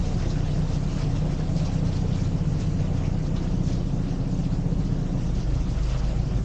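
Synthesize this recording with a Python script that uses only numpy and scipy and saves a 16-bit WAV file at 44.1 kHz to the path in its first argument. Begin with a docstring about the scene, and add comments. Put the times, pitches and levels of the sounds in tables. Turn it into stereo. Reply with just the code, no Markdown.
"""Narrowboat idling in a lock

A diesel idles in a canal lock under a bridge, heard from the bow. Strong and weak firings alternate
and ring the exhaust and the steel hull in a steady chug; near the end the engine takes load, slows
and makes the hull boom. Water gurgles, sprays, drips and splashes at the leaking gates."""
import sys
import numpy as np
from scipy import signal
from scipy.fft import rfft, irfft, next_fast_len
from scipy.io import wavfile
from scipy.ndimage import uniform_filter1d, map_coordinates

SR = 44100
rng = np.random.default_rng(int(sys.argv[2]) if len(sys.argv) > 2 else 0)


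def dump_mix(stems):
    """Bounce the given channels to the path in sys.argv[1] as a 16-bit WAV at rate SR."""
    frames = np.atleast_2d(stems).T  # one column per channel
    limited = np.clip(frames, -1, 1)  # hard clip at full scale
    pcm = np.round(limited * 32767).astype(np.int16)
    wavfile.write(sys.argv[1], SR, pcm)


N = 284312


def amp(db):
    """Decibels to gain."""
    return 10 ** (np.asarray(db) / 20)


def unit(x):
    """Scale to rms 1."""
    return x / np.sqrt(np.mean(x ** 2) + 1e-20)


def along(points, hz):
    """An EQ curve read on a log frequency axis."""
    freqs, values = np.transpose(points)
    return np.interp(np.log(hz + 1), np.log(freqs + 1), values)


def curves(rows):
    """Automation: one value per sample for each column after the time."""
    times, *columns = np.transpose(rows)
    return [np.interp(np.arange(N) / SR, times, column) for column in columns]


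def swell(crest_s, length_s, rise_db):
    """A smooth rise and fall in dB."""
    position = np.clip((np.arange(N) / SR - crest_s) / length_s, -.5, .5)
    return rise_db * np.cos(np.pi * position) ** 2


def wobble(rate_hz):
    """A smooth random curve with rate_hz knots a second."""
    knots = rng.standard_normal(int(N * rate_hz / SR) + 4)
    return map_coordinates(knots, [np.arange(N) * rate_hz / SR])


def filtered(x, response):
    """x through a complex frequency response."""
    size = next_fast_len(N + SR // 2)
    return irfft(rfft(x, size) * response(np.fft.rfftfreq(size, 1 / SR)), size)[..., :N]


def coloured(x, eq):
    """x through an EQ curve, at rms 1."""
    return unit(filtered(x, lambda hz: amp(along(eq, hz))))


def resonances(modes, hz):
    """The response of a bank of ringing modes."""
    return sum(amp(db) * 1j * hz * width / (pitch * pitch - hz * hz + 1j * hz * width)
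               for pitch, width, db in modes)


def patchy(depth_db):
    """White noise with brief patches of random gain."""
    spectra = signal.stft(rng.standard_normal(N), nperseg=512)[2]
    patches = uniform_filter1d(rng.standard_normal(spectra.shape), size=12, axis=0)
    patches = uniform_filter1d(patches, size=7, axis=1)
    return unit(signal.istft(spectra * amp(depth_db * unit(patches)), nperseg=512)[1][:N])


def drops(count, centre_hz, scatter, cycles, size_db):
    """Drops and small bubbles: short damped rings whose pitch rises."""
    when, size = rng.random(count), rng.exponential(size=count)
    hz = np.clip(centre_hz * np.exp(scatter * rng.standard_normal((count, 1))), 500, 9000)
    samples = np.arange(400)
    age = hz * samples / SR / cycles
    envelope = amp(size_db * np.minimum(size, 3))[:, None] * np.exp(-3 * age)
    rings = envelope * np.sin(2 * np.pi * cycles * age * (1 + 0.069 * age))
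    at = (when * N).astype(int)[:, None] + samples
    return unit(np.bincount(at.ravel(), rings.ravel(), N)[:N])


# Stereo width of the water: freq_hz, side_gain_db
WATER_WIDTH = [(2400, -58), (3000, -31.5), (3200, -4), (6000, -5.5), (6700, -27.5), (7300, -31)]
def spread(mid, side):
    """Only the spray's band is wide; the rest sits in the middle."""
    side = filtered(side, lambda hz: amp(along(WATER_WIDTH, hz)))
    return np.array([mid + side, mid - side])


# Tone of the drips: freq_hz, gain_db
TRICKLE_EQ = [(900, -18), (1500, -3.5), (2500, -4), (5500, 0), (7000, -2), (8000, -10), (9000, -35)]
def trickle(places=8, echo_db=2, t60_s=0.21):
    """Drips plink in several places, each with its own brief echo between the walls."""
    t, out = np.arange(SR // 4) / SR, np.zeros(N)
    for _ in range(places):
        drips = drops(count=130, centre_hz=3900, scatter=0.38, cycles=30, size_db=2.2)
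        tail = amp(-60 * t / t60_s) * rng.standard_normal(len(t))
        out += drips + amp(echo_db) * signal.fftconvolve(drips, tail / np.linalg.norm(tail))[:N]
    return coloured(out, TRICKLE_EQ)


# Tone of the spray: freq_hz, gain_db
SPRAY_EQ = [(1500, -35), (2700, -5.5), (3400, -4), (4800, -1), (6200, -1.5), (7200, -4), (8000, -11.5),
            (8700, -19.5), (9400, -49)]
def spray():
    """A bright hiss flecked with tiny droplets."""
    hiss = patchy(depth_db=2.5)
    droplets = drops(count=6000, centre_hz=5160, scatter=0.3, cycles=8, size_db=0)
    return coloured(hiss + 0.17 * droplets, SPRAY_EQ)


# Tone of the gurgle: freq_hz, gain_db
GURGLE_EQ = [(400, -24), (900, 5), (1300, 4), (1600, 0.5), (2000, 0), (2800, 0), (3600, -7.5), (6000, -46)]
def gurgle():
    """Bubbles ring in a midrange wash of falling water."""
    wash = patchy(depth_db=2)
    bubbles = drops(count=3500, centre_hz=1903, scatter=0.454, cycles=22, size_db=-3)
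    return coloured(wash + 0.19 * bubbles, GURGLE_EQ)


# Base flow of the leak: time_s, level_db
LEAK_FLOW = [(0, -51.5), (1.2, -52), (2.5, -54.5), (4.7, -57.5), (5.5, -55), (6.45, -57.5)]
# Surges on top of it: crest_s, length_s, gurgle_rise_db, spray_rise_db
LEAK_SURGES = [(0.017, 0.14, 3, 2), (0.98, 0.2, 3.5, 1.5), (1.702, 0.47, 2.5, 1.5), (1.974, 0.14, 5, 4.5),
               (2.183, 0.18, 4, 3.5), (2.61, 0.084, 6, 4.5), (3.023, 0.6, 3.5, -0.5),
               (3.372, 0.36, 2.5, -0.5), (3.718, 0.23, 3, 3.5), (4.076, 0.24, 5.5, 2.5),
               (4.474, 0.39, 2.5, 2.5), (4.99, 0.36, 3, 1.5), (5.217, 0.17, 3, 1.5), (5.377, 0.14, 3.5, 2),
               (5.558, 0.12, 5.5, 2.5), (5.983, 0.97, 9.5, 4), (6.39, 0.35, 4.5, 1.5)]
def gate_leak(gurgle_trim_db=1.1, spray_trim_db=0.8, drip_db=-3.5, spray_follows=0.88, flutter_db=1.13):
    """Water falls from the gates in surges: gurgle in the middle, wide spray and drips above it."""
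    flow_db = curves(LEAK_FLOW)[0] + flutter_db * wobble(30)
    gurgle_db = flow_db + sum(swell(s, length, rise) for s, length, rise, _ in LEAK_SURGES)
    spray_db = flow_db.mean() + spray_follows * (flow_db - flow_db.mean())
    spray_db += sum(swell(s, length, rise) for s, length, _, rise in LEAK_SURGES)
    body = gurgle()
    sparkle = spread(spray(), spray()) + amp(drip_db) * spread(trickle(), trickle())
    return amp(gurgle_db + gurgle_trim_db) * body + amp(spray_db + spray_trim_db) * sparkle


# Single slaps of water: start_s, pitch_hz, level_db, attack_s
SPLASH_HITS = [(0.064, 5870, -50.5, 0.0079), (0.212, 1900, -48.5, 0.021), (0.299, 4500, -44.5, 0.0068),
               (0.354, 1620, -46, 0.013), (0.498, 3430, -50, 0.017), (0.721, 5200, -47.5, 0.016),
               (1.151, 2970, -51.5, 0.018), (1.563, 5170, -44.5, 0.014), (1.647, 4900, -45, 0.014),
               (1.92, 3750, -48, 0.0082), (1.984, 3350, -54, 0.0083), (2.12, 3680, -47.5, 0.015),
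               (2.599, 5560, -50, 0.009), (2.802, 2380, -48.5, 0.014), (2.959, 2820, -52, 0.021),
               (3.032, 2300, -49, 0.022), (3.05, 5900, -53.5, 0.016), (3.357, 3500, -45.5, 0.011),
               (3.655, 5560, -51, 0.018), (3.717, 5050, -47.5, 0.012), (4.199, 3900, -51, 0.0091),
               (4.43, 2870, -52, 0.015), (4.839, 5540, -54.5, 0.014), (5.341, 5900, -52, 0.011),
               (5.395, 4770, -50, 0.019), (5.546, 5900, -49.5, 0.0065), (5.825, 4600, -47, 0.0076),
               (5.88, 3000, -55, 0.018), (5.975, 5600, -47.5, 0.011), (6.025, 4600, -50.5, 0.017)]
def splashes(trim_db=-0.5, half_width_oct=0.41, sputter_db=2):
    """Each slap is a short, uneven cloud of like-sized bubbles that dies away between the walls."""
    t, out = np.arange(SR // 4) / SR, np.zeros((2, N + SR))
    hz = np.fft.rfftfreq(len(t), 1 / SR)
    passband = (hz > 600) / (1 + (hz / 7500) ** 20)
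    for start_s, pitch_hz, level_db, attack_s in SPLASH_HITS:
        band = passband / (1 + (np.log2((hz + 1) / pitch_hz) / half_width_oct) ** 2)
        cloud = unit(irfft(rfft(rng.standard_normal((2, len(t)))) * band, len(t)))
        envelope = t / attack_s * np.exp(1 - t / attack_s)
        out[:, round(start_s * SR):][:, :len(t)] += amp(level_db + trim_db) * cloud * envelope
    return spread(*out[:, :N] * amp(sputter_db * wobble(180)))


# Engine speed: time_s, firing_rate_hz
ENGINE_SPEED = [(0, 30.14), (1.6, 30.14), (2.3, 30.34), (5.15, 30.34), (5.3, 27.4), (5.55, 25.1),
                (6.1, 25.7), (6.45, 23.3)]
def loaded(idle_db, load_db, idle_hz=30.2, load_hz=26.7):
    """A level that slides from its idling to its loaded value as the engine slows."""
    load = np.clip((idle_hz - curves(ENGINE_SPEED)[0]) / (idle_hz - load_hz), 0, 1)
    return idle_db + load * (load_db - idle_db)


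# Tone of the churn: freq_hz, gain_db
CHURN_EQ = [(22, -30), (42, 12.5), (90, 4.5), (125, -12), (200, -45), (600, -120)]
def churn(lumpy_db=2.5):
    """A lumpy low rumble that rises under load, as of the propeller biting the water."""
    lumps = amp(lumpy_db * wobble(14))
    rumble = coloured(rng.standard_normal(N), CHURN_EQ)
    return amp(loaded(idle_db=-55, load_db=-36)) * unit(lumps * rumble)


# Modes of the hollow ring: pitch_hz, width_hz, gain_db
HOLLOW_MODES = [(530, 14, -3), (597.5, 9, 1.5), (646, 7, 3), (733, 22, -0.5), (788, 14, -6)]
# Its swells: crest_s, length_s, rise_db
RING_SWELLS = [(0.1, 0.59, 8), (1.58, 1.15, 12.5), (2.916, 0.3, 12.5), (6.1, 0.95, 11.5)]
def hollow_ring(rest_db=-56.5):
    """Noise through narrow modes: a hollow note that swells and fades in the clatter."""
    response = lambda hz: resonances(HOLLOW_MODES, hz) * (hz > 450) / (1 + (hz / 850) ** 12)
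    ring = unit(filtered(rng.standard_normal(N), response))
    return amp(rest_db + sum(swell(*row) for row in RING_SWELLS)) * ring


# Tone of the clatter: freq_hz, gain_db
CLATTER_EQ = [(200, -23.5), (350, -8), (410, -1.5), (465, 4), (560, -1.5), (700, -3), (900, -9.5),
              (1300, -16.5), (2000, -22.5), (5000, -50.5)]
def clatter(firings, pulse_depth=0.085, fade_db_per_s=0.28):
    """Mechanical noise of the engine, washed out by the walls."""
    pulsing = 1 + pulse_depth * np.cos(2 * np.pi * firings)
    level_db = loaded(idle_db=-41.5, load_db=-43.5) - fade_db_per_s * np.arange(N) / SR
    return amp(level_db) * coloured(pulsing * patchy(depth_db=1.5), CLATTER_EQ)


# The hull crests after the strong firing, the plates a little later; both lags count firings.
HULL_LAG, PLATES_LAG = 1.06, 1.32
def chugging_noise(firings, lag, accent_db):
    """Noise shaped once per pair of firings; a negative accent dips it at the lag."""
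    pulse = np.cos(np.pi * (firings - lag) / 2) ** 8
    return amp(accent_db * pulse) * rng.standard_normal(N)


# Tone of the plates: freq_hz, gain_db
PLATES_EQ = [(150, -31.5), (225, 1.5), (255, 6), (310, 3), (365, 1), (410, -8.5), (600, -64)]
# Their fader ride: time_s, level_db
PLATES_RIDE = [(0, -44), (0.25, -38), (0.85, -42.5), (1.25, -39), (1.7, -42), (2.2, -41), (3.05, -39),
               (3.45, -38.5), (3.95, -39), (4.6, -43.5), (5.0, -39), (5.65, -40.5), (6.0, -43),
               (6.3, -39.5)]
def plates(firings):
    """Steel plates rattle in time with the chug."""
    rattle = coloured(chugging_noise(firings, PLATES_LAG, accent_db=-2.5), PLATES_EQ)
    return amp(curves(PLATES_RIDE)[0]) * rattle


# Exhaust and hull modes: pitch_hz, width_hz, gain_db
HULL_MODES = [(104.9, 6.5, 11), (148.4, 2.9, -6), (175.5, 14, -5), (277.2, 2.1, -3.5), (316, 19, -34.5),
              (315, 16, -33), (456, 8.1, -31.5)]
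# Tone of the exhaust rumble: freq_hz, gain_db
RUMBLE_EQ = [(20, -29.5), (45, -6), (70, -7.5), (98, -9.5), (120, -1), (165, -1), (192, -4.5), (222, -18),
             (300, -27), (800, -79)]
# How hard the engine chugs, here and in the drone: time_s, gain_db
CHUG_RIDE = [(0, -10.5), (0.3, -5.5), (0.7, -4), (1.1, -5.5), (1.8, -1), (2.45, -0.5), (2.8, -2),
             (3.15, -3.5), (3.6, -2), (4.1, 0.5), (4.6, 1), (5.0, -2.5), (5.25, -1), (5.55, 2), (5.9, -15),
             (6.2, 2), (6.45, 1)]
def exhaust(firings, ring_db=-18, rumble_db=-4.5, chug_follow=0.2):
    """No two puffs are alike: their differences ring the hull, and the walls smear them to a rumble."""
    at = np.flatnonzero(np.diff(np.floor(firings - HULL_LAG)))
    puffs = np.bincount(at, rng.uniform(-1, 1, len(at)), N)
    silencer = lambda hz: hz ** 4 / (hz ** 4 + 90 ** 4) / (1 + (hz / 650) ** 4)
    ring = unit(filtered(puffs, lambda hz: resonances(HULL_MODES, hz) * silencer(hz)))
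    rumble = coloured(chugging_noise(firings, HULL_LAG, accent_db=-3.5), RUMBLE_EQ)
    level_db = loaded(idle_db=-25, load_db=-26) + chug_follow * curves(CHUG_RIDE)[0]
    return amp(level_db) * (amp(ring_db) * ring + amp(rumble_db) * rumble)


# Drone partials, with half orders from the unequal cylinders and one stray tone:
# firing_rate_multiple, idle_db, load_db
DRONE_ORDERS = [(1.5, -38.8, -54.0), (2.5, -48.0, -47.0), (3.5, -47.5, -41.0), (3.73, -40.0, -52.0),
                (4, -35.5, -46.0), (4.5, -40.0, -40.0), (5, -33.3, -33.5), (5.5, -37.0, -37.5),
                (6, -35.0, -44.0), (6.5, -45.5, -49.5), (7, -53.5, -48.0), (8, -54.0, -55.0),
                (8.5, -48.0, -62.0), (9, -44.0, -61.5), (9.5, -51.0, -57.0), (10, -57.5, -58.0),
                (10.5, -52.5, -60.0), (12, -53.0, -62.0)]
# The fifth order's hum swells and sinks: time_s, gain_db
HUM_RIDE = [(0, -12), (0.3, -1.5), (0.65, 4), (1.0, -0.5), (1.5, 1), (2.0, -0.5), (2.6, 2), (2.85, 1),
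            (3.1, -4), (3.35, 1.5), (4.05, -8), (4.55, -3), (4.85, 2), (5.15, -6), (5.45, -11), (5.68, -2),
            (5.92, 2), (6.25, -7)]
def hull_drone(firings, hum_db=1, hum_follow=0.091, chug_trim_db=-0.24, waver_db=1.3, drift_rad=0.44):
    """The repeating part of the hull's ring: its orders crest in one chug per pair of firings."""
    chug_db = curves(CHUG_RIDE)[0]
    tone = np.zeros(N)
    for order, idle_db, load_db in DRONE_ORDERS:
        level_db = loaded(idle_db, load_db)
        if order == 5:
            level_db += hum_db + curves(HUM_RIDE)[0]
        elif order % 2 == 1:  # the other odd orders hum more evenly
            level_db += hum_db + loaded(hum_follow * chug_db, 0) + waver_db * wobble(2.3)
        elif order > 3:  # above the throb, the rest come and go with the chug
            level_db += chug_trim_db + chug_db + waver_db * wobble(3.09)
        lag = PLATES_LAG if order >= 8 else HULL_LAG
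        phase = 2 * np.pi * order * (firings - lag) + drift_rad * wobble(1.937)
        tone += amp(level_db) * np.cos(phase)
    return np.sqrt(2) * tone


# The low end, whose second order booms under load: time_s, first_db, second_db, third_db
THROB_RIDE = [(0, -28.3, -36, -32.5), (0.45, -28.3, -43, -33), (0.9, -29.5, -41, -34.5),
              (1.6, -29.7, -45, -34), (2.2, -31, -50, -31.5), (2.55, -31.5, -45, -34),
              (2.9, -30.2, -44, -30.7), (3.3, -29.7, -43, -35), (3.6, -29.5, -42, -34.5),
              (4.2, -30.3, -43, -40), (5.15, -29.7, -45, -42), (5.33, -29.3, -28, -46),
              (5.68, -32, -28.5, -40), (5.85, -31.5, -26.3, -41), (6.12, -31, -26.3, -40),
              (6.24, -32, -33, -44), (6.36, -40, -26.7, -50), (6.45, -46, -25.7, -48)]
def throb(firings, lag=0.323):
    """The engine's slow pressure waves: the first three orders of the firing rate."""
    phase = 2 * np.pi * (firings - lag)
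    return np.sqrt(2) * sum(amp(db) * np.cos(order * phase)
                            for order, db in enumerate(curves(THROB_RIDE), 1))


def scene():
    """The engine in the middle, the water around it."""
    firings = np.cumsum(curves(ENGINE_SPEED)[0]) / SR
    chug = throb(firings) + hull_drone(firings) + exhaust(firings) + plates(firings)
    engine = chug + churn() + clatter(firings) + hollow_ring()
    return engine + gate_leak() + splashes()


def record(dry, top_hz=9400):
    """A brick-wall high cut on the mix."""
    return filtered(dry, lambda hz: hz < top_hz)


dry = scene()
out = record(dry)
dump_mix(out)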